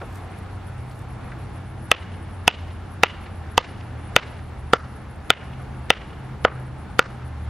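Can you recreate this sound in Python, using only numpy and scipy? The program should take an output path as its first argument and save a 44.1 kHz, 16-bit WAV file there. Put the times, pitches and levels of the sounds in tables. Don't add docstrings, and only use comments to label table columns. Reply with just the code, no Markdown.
import sys
import numpy as np
from scipy import signal
from scipy.fft import rfft, irfft
from scipy.io import wavfile
from scipy.ndimage import uniform_filter1d

SR = 44100
rng = np.random.default_rng(int(sys.argv[2]) if len(sys.argv) > 2 else 0)


def level_to_linear(level):
    exponent = np.asarray(level, float) / 20
    return 10 ** exponent


def to_wav(sig):
    pcm = np.clip(np.atleast_2d(sig), -1, 1) * 32767
    pcm = np.round(pcm).astype(np.int16)
    wavfile.write(sys.argv[1], SR, pcm.T)


N = 330309


def rms_one(x):
    return x / np.sqrt(np.mean(x ** 2) + 1e-20)


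def in_time(rows):
    s, *columns = np.transpose(rows)
    return [np.interp(np.arange(N) / SR, s, c) for c in columns]


def at_hz(points, hz):
    point_hz, value = np.array(points)[:, :2].T
    return np.interp(np.log(hz), np.log(point_hz), value)


def bandpass(x, low_hz, high_hz, order=2):
    return signal.sosfilt(signal.butter(order, [low_hz, high_hz], "band", fs=SR, output="sos"), x)


def lowpass(x, top_hz, order=2):
    return signal.sosfilt(signal.butter(order, top_hz, fs=SR, output="sos"), x)


def drift(rate_hz):
    r = np.exp(-80 * np.pi * rate_hz / SR)
    slow = signal.lfilter([1], [1, -2 * r, r * r], rng.standard_normal(N // 40 + 2002))
    slow = slow[2000:]
    return np.interp(np.arange(N) / 40, np.arange(len(slow)), rms_one(slow))


# f/Hz, left-right correlation/1
LIKENESS = [(60, 0.99), (120, 1), (240, 0.72), (480, 0.49), (950, 0.96), (1890, 0.77), (3770, 0.51),
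            (7520, 0.23), (15000, -1.4)]


def banded_noise(spectrum, low_hz, count, patchy_db):
    out, together = 0, drift(1.5)
    edges = low_hz * 2 ** (np.arange(count + 1) / 3)
    white = rng.standard_normal((2, 2, N))
    for k, (low, high) in enumerate(zip(edges, edges[1:])):
        mid, side = bandpass(white[k % 2], low, high)
        hz = np.sqrt(low * high)
        alike = np.clip(at_hz(LIKENESS, hz), -1, 1)
        gain = level_to_linear(at_hz(spectrum, hz) + patchy_db * (0.92 * together + drift(11.5)))
        out = out + gain * (np.sqrt(1 + alike) * mid + np.sqrt(1 - alike) * side * [[1], [-1]])
    return rms_one(out)


# t/s, level/dB
TRAFFIC = [(0.0, -42.5), (0.54, -45.5), (1.23, -43.5), (1.96, -46.5), (2.98, -44.5), (3.71, -45.5),
           (4.17, -43.5), (5.07, -46.5), (5.3, -44), (7.49, -45.5)]
# f/Hz, level/dB (per Hz)
RUMBLE = [(15, -42), (25, -12.5), (59, 1), (107, -2), (173, -8), (210, -4.5), (249, -12.5), (299, -10.5),
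          (330, -14), (430, -45), (730, -120)]
# f/Hz, level/dB (per Hz)
ROAR = [(260, -6), (320, -1), (410, -8), (650, -9.5), (765, 0), (830, -10.5), (1310, -10.5), (2850, -23),
        (5000, -32.5), (7800, -39.5), (11000, -33.5)]


def traffic():
    roar_db, = in_time(TRAFFIC)
    mean_db = roar_db.mean()
    rumble_db = mean_db + 7 + 0.3 * (roar_db - mean_db)
    rumble = level_to_linear(rumble_db) * banded_noise(RUMBLE, 21.4, count=12, patchy_db=0.57)
    roar = level_to_linear(roar_db + 1.0) * banded_noise(ROAR, 356.5, count=15, patchy_db=0.87)
    return rumble + roar


def drone(rows, wobble_hz, flutter_db):
    hz, level_db = in_time(rows)
    phase = 2 * np.pi * np.cumsum(hz + wobble_hz * drift(5.07)) / SR
    return np.sqrt(2) * level_to_linear(level_db + flutter_db * drift(3.8)) * np.sin(phase)


# t/s, f/Hz, level/dB
LOW_DRONE = [(0.0, 91.8, -38.5), (0.75, 91.7, -38), (1.25, 91.7, -50), (1.42, 90, -39.5), (2.0, 90.65, -38),
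             (2.65, 87.3, -33.5), (2.85, 87, -41), (3.42, 86.25, -36), (3.6, 87, -47), (3.75, 85.44, -41.5),
             (4.7, 77.5, -40.5), (5.3, 76.2, -48), (5.8, 77, -41.5), (6.3, 75, -44), (6.84, 77, -36),
             (7.08, 76.1, -60), (7.26, 75.8, -33.5), (7.49, 74.7, -33.5)]
# t/s, f/Hz, level/dB
HIGH_DRONE = [(0.0, 118, -45), (0.52, 123, -49), (0.81, 124, -37), (1.71, 125.8, -42), (2.1, 126, -53),
              (3.55, 114, -56), (3.8, 115.3, -38), (5.09, 127, -43.5), (5.38, 127.2, -50),
              (5.55, 128.4, -38), (5.83, 126, -38), (5.99, 128, -58), (6.24, 129.8, -36),
              (6.45, 127.8, -44), (6.61, 128.2, -31.5), (6.8, 128, -45), (7.26, 124, -37.5),
              (7.49, 113, -39)]


def engines():
    low = drone(LOW_DRONE, wobble_hz=2.184, flutter_db=2.0)
    high = drone(HIGH_DRONE, wobble_hz=1.456, flutter_db=0.0)
    return low + high


def far_crickets(level_db):
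    band = bandpass(rng.standard_normal((2, N)), 9500, 10800)
    return level_to_linear(level_db + 4.6 * drift(11)) * rms_one(band[0] + .6 * band)


def air_hiss(level_db):
    band = bandpass(rng.standard_normal((2, N)), 10800, 15300, order=4)
    return level_to_linear(level_db + 0.83 * drift(9)) * rms_one(band)


# t/s, peak level/dB, f/Hz, t60/s
TICKS = [
    (0.013, -27.5, 640, 0.096),
    (.015, -28, 1200, 0.067),
    (.017, -34, 2190, 0.025),
    (.1565, -42, 6900, .008),
    (.158, -42, 11000, .008),
    (.386, -45, 11530, .03),
    (.91, -45, 5000, .07),
    (.915, -54, 11000, .05),
    (.9916, -43, 10520, 0.016),
    (1.318, -31, 1900, .04),
]


def ticks():
    out, t = np.zeros(N), np.arange(2000) / SR
    for s, peak_db, hz, t60 in TICKS:
        burst = rng.standard_normal(len(t)) * level_to_linear(-60 * t / t60)
        burst = bandpass(burst, hz / 1.48, hz * 1.06)
        out[round(s * SR):][:len(t)] += level_to_linear(peak_db) * burst / np.abs(burst).max()
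    return out


# t/s, peak level/dB, swell and fade/(dB/s)
BRUSHES = [
    (.04, -61, 90),
    (.156, -51, 260),
    (.42, -67, 30),
    (.92, -61, 120),
    (.99, -61, 280),
]


def cloth():
    grains = rng.standard_normal((2, N)) * level_to_linear(2.2 * drift(60))
    bright = bandpass(grains[0] + .6 * grains, 3500, 12500)
    t = np.arange(N) / SR
    level = sum(level_to_linear(peak_db - slope * np.abs(t - s)) for s, peak_db, slope in BRUSHES)
    since_last = np.maximum(t - BRUSHES[-1][0] - .06, 0)
    return level_to_linear(-6.0 - 400 * since_last) * level * rms_one(bright)


def ring(clicks, hz, t60):
    r, w = level_to_linear(-60 / (t60 * SR)), 2 * np.pi * hz / SR
    return signal.lfilter([0, np.sin(w)], [1, -2 * r * np.cos(w), r * r], clicks + 1e-18)


def chirp_times(bouts, period_s):
    rows = []
    for first, last, db in bouts:
        count = round((last - first) / period_s) + 1
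        rows += [(s, db) for s in np.linspace(first, last, count)]
    jitter_s, jitter_db = 0.0041, 1.0
    return np.array(rows) + rng.standard_normal((len(rows), 2)) * [jitter_s, jitter_db]


def cricket(chirps, modes, length_s, strokes_per_s, lag_samples, gain_db):
    t, gate = np.arange(N) / SR, np.zeros(N)
    for s, level_db in chirps:
        span = slice(max(round((s - length_s) * SR), 0), round((s + length_s) * SR))
        since = t[span] - s
        strokes = np.cos(np.pi * strokes_per_s * since) ** 2
        gate[span] += level_to_linear(level_db + gain_db) * strokes * np.exp(-(2 * since / length_s) ** 4)
    teeth = rng.standard_normal(N)
    wings = sum(level_to_linear(db) * rms_one(ring(teeth, hz, t60)) for hz, db, t60 in modes)
    voice = gate * rms_one(wings)
    return np.array([voice, np.interp(np.arange(N) - lag_samples, np.arange(N), voice)])


# first t/s, last t/s, level/dB
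HIGH_CRICKET = [(.052, .052, -60), (.234, 1.85, -59), (2.006, 2.9, -63), (2.926, 3.523, -59),
                (3.702, 4.9, -62.5), (4.786, 5.27, -60), (5.453, 6.254, -64), (6.43, 6.797, -60),
                (6.96, 7.428, -62)]
# first t/s, last t/s, level/dB
LOW_CRICKET = [(.17, .17, -63), (.32, 1.14, -64), (1.3, 1.3, -64), (1.45, 2.35, -62.5), (2.73, 2.8, -67),
               (3.26, 3.1, -62.5), (4.05, 4.82, -65), (5.155, 5.3, -64), (6.05, 6.05, -73),
               (6.42, 6.91, -66), (7.15, 7.38, -67)]


def crickets():
    high = cricket(chirp_times(HIGH_CRICKET, period_s=.15), [(10550, 19, 0.022), (10100, -6, 0.0091)],
                   length_s=0.054, strokes_per_s=162, lag_samples=-1.6, gain_db=9.5)
    low = cricket(chirp_times(LOW_CRICKET, period_s=.113), [(9050, 0, 0.014)],
                  length_s=0.034, strokes_per_s=136, lag_samples=1.86, gain_db=11)
    return high + low


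RISE_S = 0.0023

# t/s, then level/dB of log thud, baton knock, blade clack, bright crack
BLOWS = [
    (1.913, -15.5, -13, -3.5, -19.5),
    (2.476, -10.5, -15, -3, -17),
    (3.032, -8.5, -12, -1.5, -16),
    (3.576, -8, -16, -7, -19),
    (4.161, -12, -9, -4, -14.5),
    (4.732, -8, -7, -12, -20.5),
    (5.301, -15, -8.5, -1.5, -19.5),
    (5.901, -12, -12, -3, -19),
    (6.447, -9.5, -10, -12, -41.5),
    (6.99, -12.5, -7, -10, -17.5),
]
# soil thump level/dB, favoured log f/Hz, favoured blade f/Hz, baton f/Hz
LANDINGS = [(-20, 550, 2340, 1280), (-35, 834, 3030, 1417), (-31, 880, 1600, 1377), (-19, 920, 3100, 1196),
            (-19, 659, 3430, 1374), (-26, 470, 3200, 1364), (-13, 580, 3590, 1378), (-25, 670, 3150, 1390),
            (-12, 640, 1952, 1398), (-37, 490, 3100, 1378)]
# f/Hz, level/dB, t60/s
LOG = [(482, -0.5, 0.02), (649, -2.5, 0.021), (749, 1.5, 0.022), (967, -4, 0.026)]
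# f/(baton pitch, which shifts with the grip), level/dB, t60/s
BATON = [(1.025, 0, 0.029), (0.877, -12, 0.038), (1.277, -4.5, 0.019)]
# f/Hz, level/dB, t60/s
BLADE = [(1988, -1.5, 0.012), (2490, 2, 0.01), (2610, 3.5, 0.011), (3035, -0.5, 0.0083),
         (3546, -1.5, 0.012)]
# f/Hz, level/dB, t60/s
CRACK = [(4440, -1.5, 0.0081), (6170, 8, 0.0019), (8640, -5, 0.0019), (10700, 3, 0.0018),
         (13050, -11, 0.0059), (14900, -5, 0.00086)]
# f/Hz, level/dB, t60/s
SOIL = [(170, -12, 0.025), (234, -2.5, 0.013), (309, -2, 0.0086)]


def strike(modes, level_db, favoured_hz, t):
    hz, mode_db, t60 = np.transpose(modes)
    level_turn, pitch_turn = rng.standard_normal((2, len(hz)))
    if favoured_hz:
        mode_db = mode_db - 8.3 * np.abs(np.log2(hz / favoured_hz))
    sign = (-1) ** np.arange(len(hz))
    gain = level_to_linear(level_db + mode_db + 1.84 * level_turn - 60 * t / t60) * sign
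    return (gain * np.sin(2 * np.pi * hz * (1 + 0.017 * pitch_turn) * t)).sum(axis=1)


def knocks():
    out, t = np.zeros(N), np.arange(4000)[:, None] / SR
    for (s, log_db, baton_db, blade_db, crack_db), landing in zip(BLOWS, LANDINGS):
        soil_db, log_hz, blade_hz, baton_hz = landing
        blow = strike(LOG, log_db + 10.5, log_hz, t)
        blow += strike(np.array(BATON) * [baton_hz, 1, 1], baton_db + 8.74, None, t)
        blow += strike(BLADE, blade_db + 7.5, blade_hz, t)
        blow += strike(CRACK, crack_db + 9.6, None, t)
        blow += strike(SOIL, soil_db + 3.5, None, t)
        contact_s = .0001 + .00003 * level_to_linear(-31 - crack_db)
        out[round((s + RISE_S) * SR):][:len(t)] += blow * (1 - np.exp(-t[:, 0] / contact_s))
    grass = lowpass(out, 6000)
    ground_s, ground_db = .0028, -14
    return out - level_to_linear(ground_db) * np.roll(grass, round(ground_s * SR))


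# delay t/s, level/dB, left-right level/dB
SLAPS = [(.0095, -23, 9), (0.0238, -26.5, -7.5), (.032, -26.5, -5)]


def slaps(blows):
    dull = bandpass(blows, 900, 3400, order=4)
    out = 0
    for s, db, pan_db in SLAPS:
        sides_db = db + pan_db * np.array([[.5], [-.5]])
        out = out + level_to_linear(sides_db) * np.roll(dull, round(s * SR))
    return out


# delay t/s, level/dB, smear t/s
ECHOES = [(.012, -26, 0.0021), (0.022, -28.5, 0.0092), (0.033, -30.5, 0.0038), (0.051, -35.5, 0.0051),
          (0.068, -35.5, 0.0072), (.113, -44.5, .005), (.205, -50, 0.0035), (.231, -46.5, 0.0052)]
# f/Hz, level/dB (per Hz)
SCATTER = [(300, -7.5), (500, -0.5), (1000, -5.5), (1200, -0.5), (1370, -2), (1600, -1.5), (2000, -2),
           (2720, -5.5), (2880, 1.5), (3040, -6), (5000, -19.5), (9000, -37.5), (12000, -65)]
# f/Hz, returned per struck level/(dB/dB)
RETURN_FOLLOWS = [(696, -0.26), (1370, 1), (2880, 1.75), (5000, 0.7)]


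def garden():
    size = 2 ** 15
    t, out = np.arange(size) / SR, np.zeros((2, N))
    hz = np.maximum(np.arange(size // 2 + 1) * SR / size, 1)
    part_hz, follows = np.transpose(RETURN_FOLLOWS)
    struck_db = np.array(BLOWS)[:, 1:]
    returned_db = follows * (struck_db - np.median(struck_db, axis=0))
    wash_db, wash_t60_s = -40.5, 0.92
    for (s, *_), shares_db in zip(BLOWS, returned_db):
        power = level_to_linear(wash_db - 60 * t / wash_t60_s) ** 2 * np.clip(t / 0.022, 0, 1)
        for delay, level_db, smear in ECHOES:
            level_db = level_db + 1.5 * rng.standard_normal()
            power = power + level_to_linear(level_db) ** 2 * np.exp(-((t - delay) / smear) ** 2)
        colour_db = at_hz(SCATTER, hz) + at_hz(np.transpose([part_hz, shares_db]), hz)
        shared, *own = irfft(rfft(rng.standard_normal((3, size))) * level_to_linear(colour_db), size)
        wash = level_to_linear(0.44) * np.sqrt(power) * rms_one(shared + 0.3 * np.array(own))
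        piece = out[:, round((s + RISE_S) * SR):][:, :size]
        piece += wash[:, :piece.shape[1]]
    return out


def scene():
    far = traffic() + engines() + crickets() + far_crickets(-72.0) + garden()
    far = signal.sosfilt(signal.cheby2(10, 40, 11770, fs=SR, output="sos"), far)
    blows = knocks()
    late = np.interp(np.arange(N) - .45, np.arange(N), blows)
    direct = np.array([level_to_linear(-0.37) * late, blows])
    return direct + slaps(blows) + far + air_hiss(-76.0) + ticks() + cloth()


def gain_control(x, threshold_db, ratio, release_db_per_s, attack_s):
    level_db = 20 * np.log10(np.abs(x).max(axis=0) + 1e-9)
    climb = release_db_per_s * np.arange(N) / SR
    held_db = np.maximum.accumulate(level_db + climb) - climb
    over_db = np.maximum(held_db - threshold_db, 0)
    r = np.exp(-1 / (attack_s * SR))
    return x * level_to_linear(-ratio * signal.lfilter([1 - r], [1, -r], over_db))


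def swell_and_gate(x, smear_db, smear_s, gate_hz):
    window = np.hanning(round(2 * smear_s * SR))
    power = signal.fftconvolve(np.mean(x ** 2, axis=0), window / window.sum(), "same")
    loud = np.roll(np.sqrt(np.maximum(power, 0)), -len(window) // 3)
    grit = bandpass(rng.standard_normal(x.shape), 1300, 4500)
    smeared = x + level_to_linear(smear_db) * loud ** 1.54 * rms_one(grit)
    hz, _, cells = signal.stft(smeared, SR, nperseg=1024)
    power = uniform_filter1d(np.mean(np.abs(cells) ** 2, axis=0), size=7, axis=0)
    power = uniform_filter1d(power, size=3, axis=1)
    chirp = power[(hz > 10300) & (hz < 10900)].mean(axis=0)
    power = power / np.clip(chirp / np.median(chirp), .5, 4) ** .5
    top_peak = power.max(axis=0, where=hz[:, None] > gate_hz, initial=0)
    peak = uniform_filter1d(1. * (top_peak > 1e-7), size=3) > 0
    gate = np.quantile(power[(hz > gate_hz) & (hz < 15300)], .54)
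    keep = (power > gate) | (hz[:, None] < gate_hz) | peak
    return signal.istft(cells * keep, SR, nperseg=1024)[1][:, :N]


def starve_top(x, top_hz, from_s, to_s):
    over = np.cumsum(np.abs(x).max(axis=0) > .95)
    starved = 1. * (np.roll(over, round(from_s * SR)) - np.roll(over, round(to_s * SR)) > 0)
    starved[:round(to_s * SR)] = 0
    dull = signal.sosfiltfilt(signal.butter(4, top_hz, fs=SR, output="sos"), x)
    return x + uniform_filter1d(starved, size=90) * (dull - x)


def roll_off(x):
    return signal.sosfilt(signal.butter(12, 16490, fs=SR, output="sos"), x)


def record(dry):
    held = gain_control(dry, threshold_db=-10, ratio=0.65, release_db_per_s=200, attack_s=0.017)
    gated = swell_and_gate(np.clip(held, -1, 1), smear_db=-23, smear_s=0.0064, gate_hz=11000)
    mix = starve_top(np.clip(gated, -1, 1), top_hz=7500, from_s=0.0079, to_s=0.03)
    return roll_off(mix)


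dry = scene()
out = record(dry)
to_wav(out)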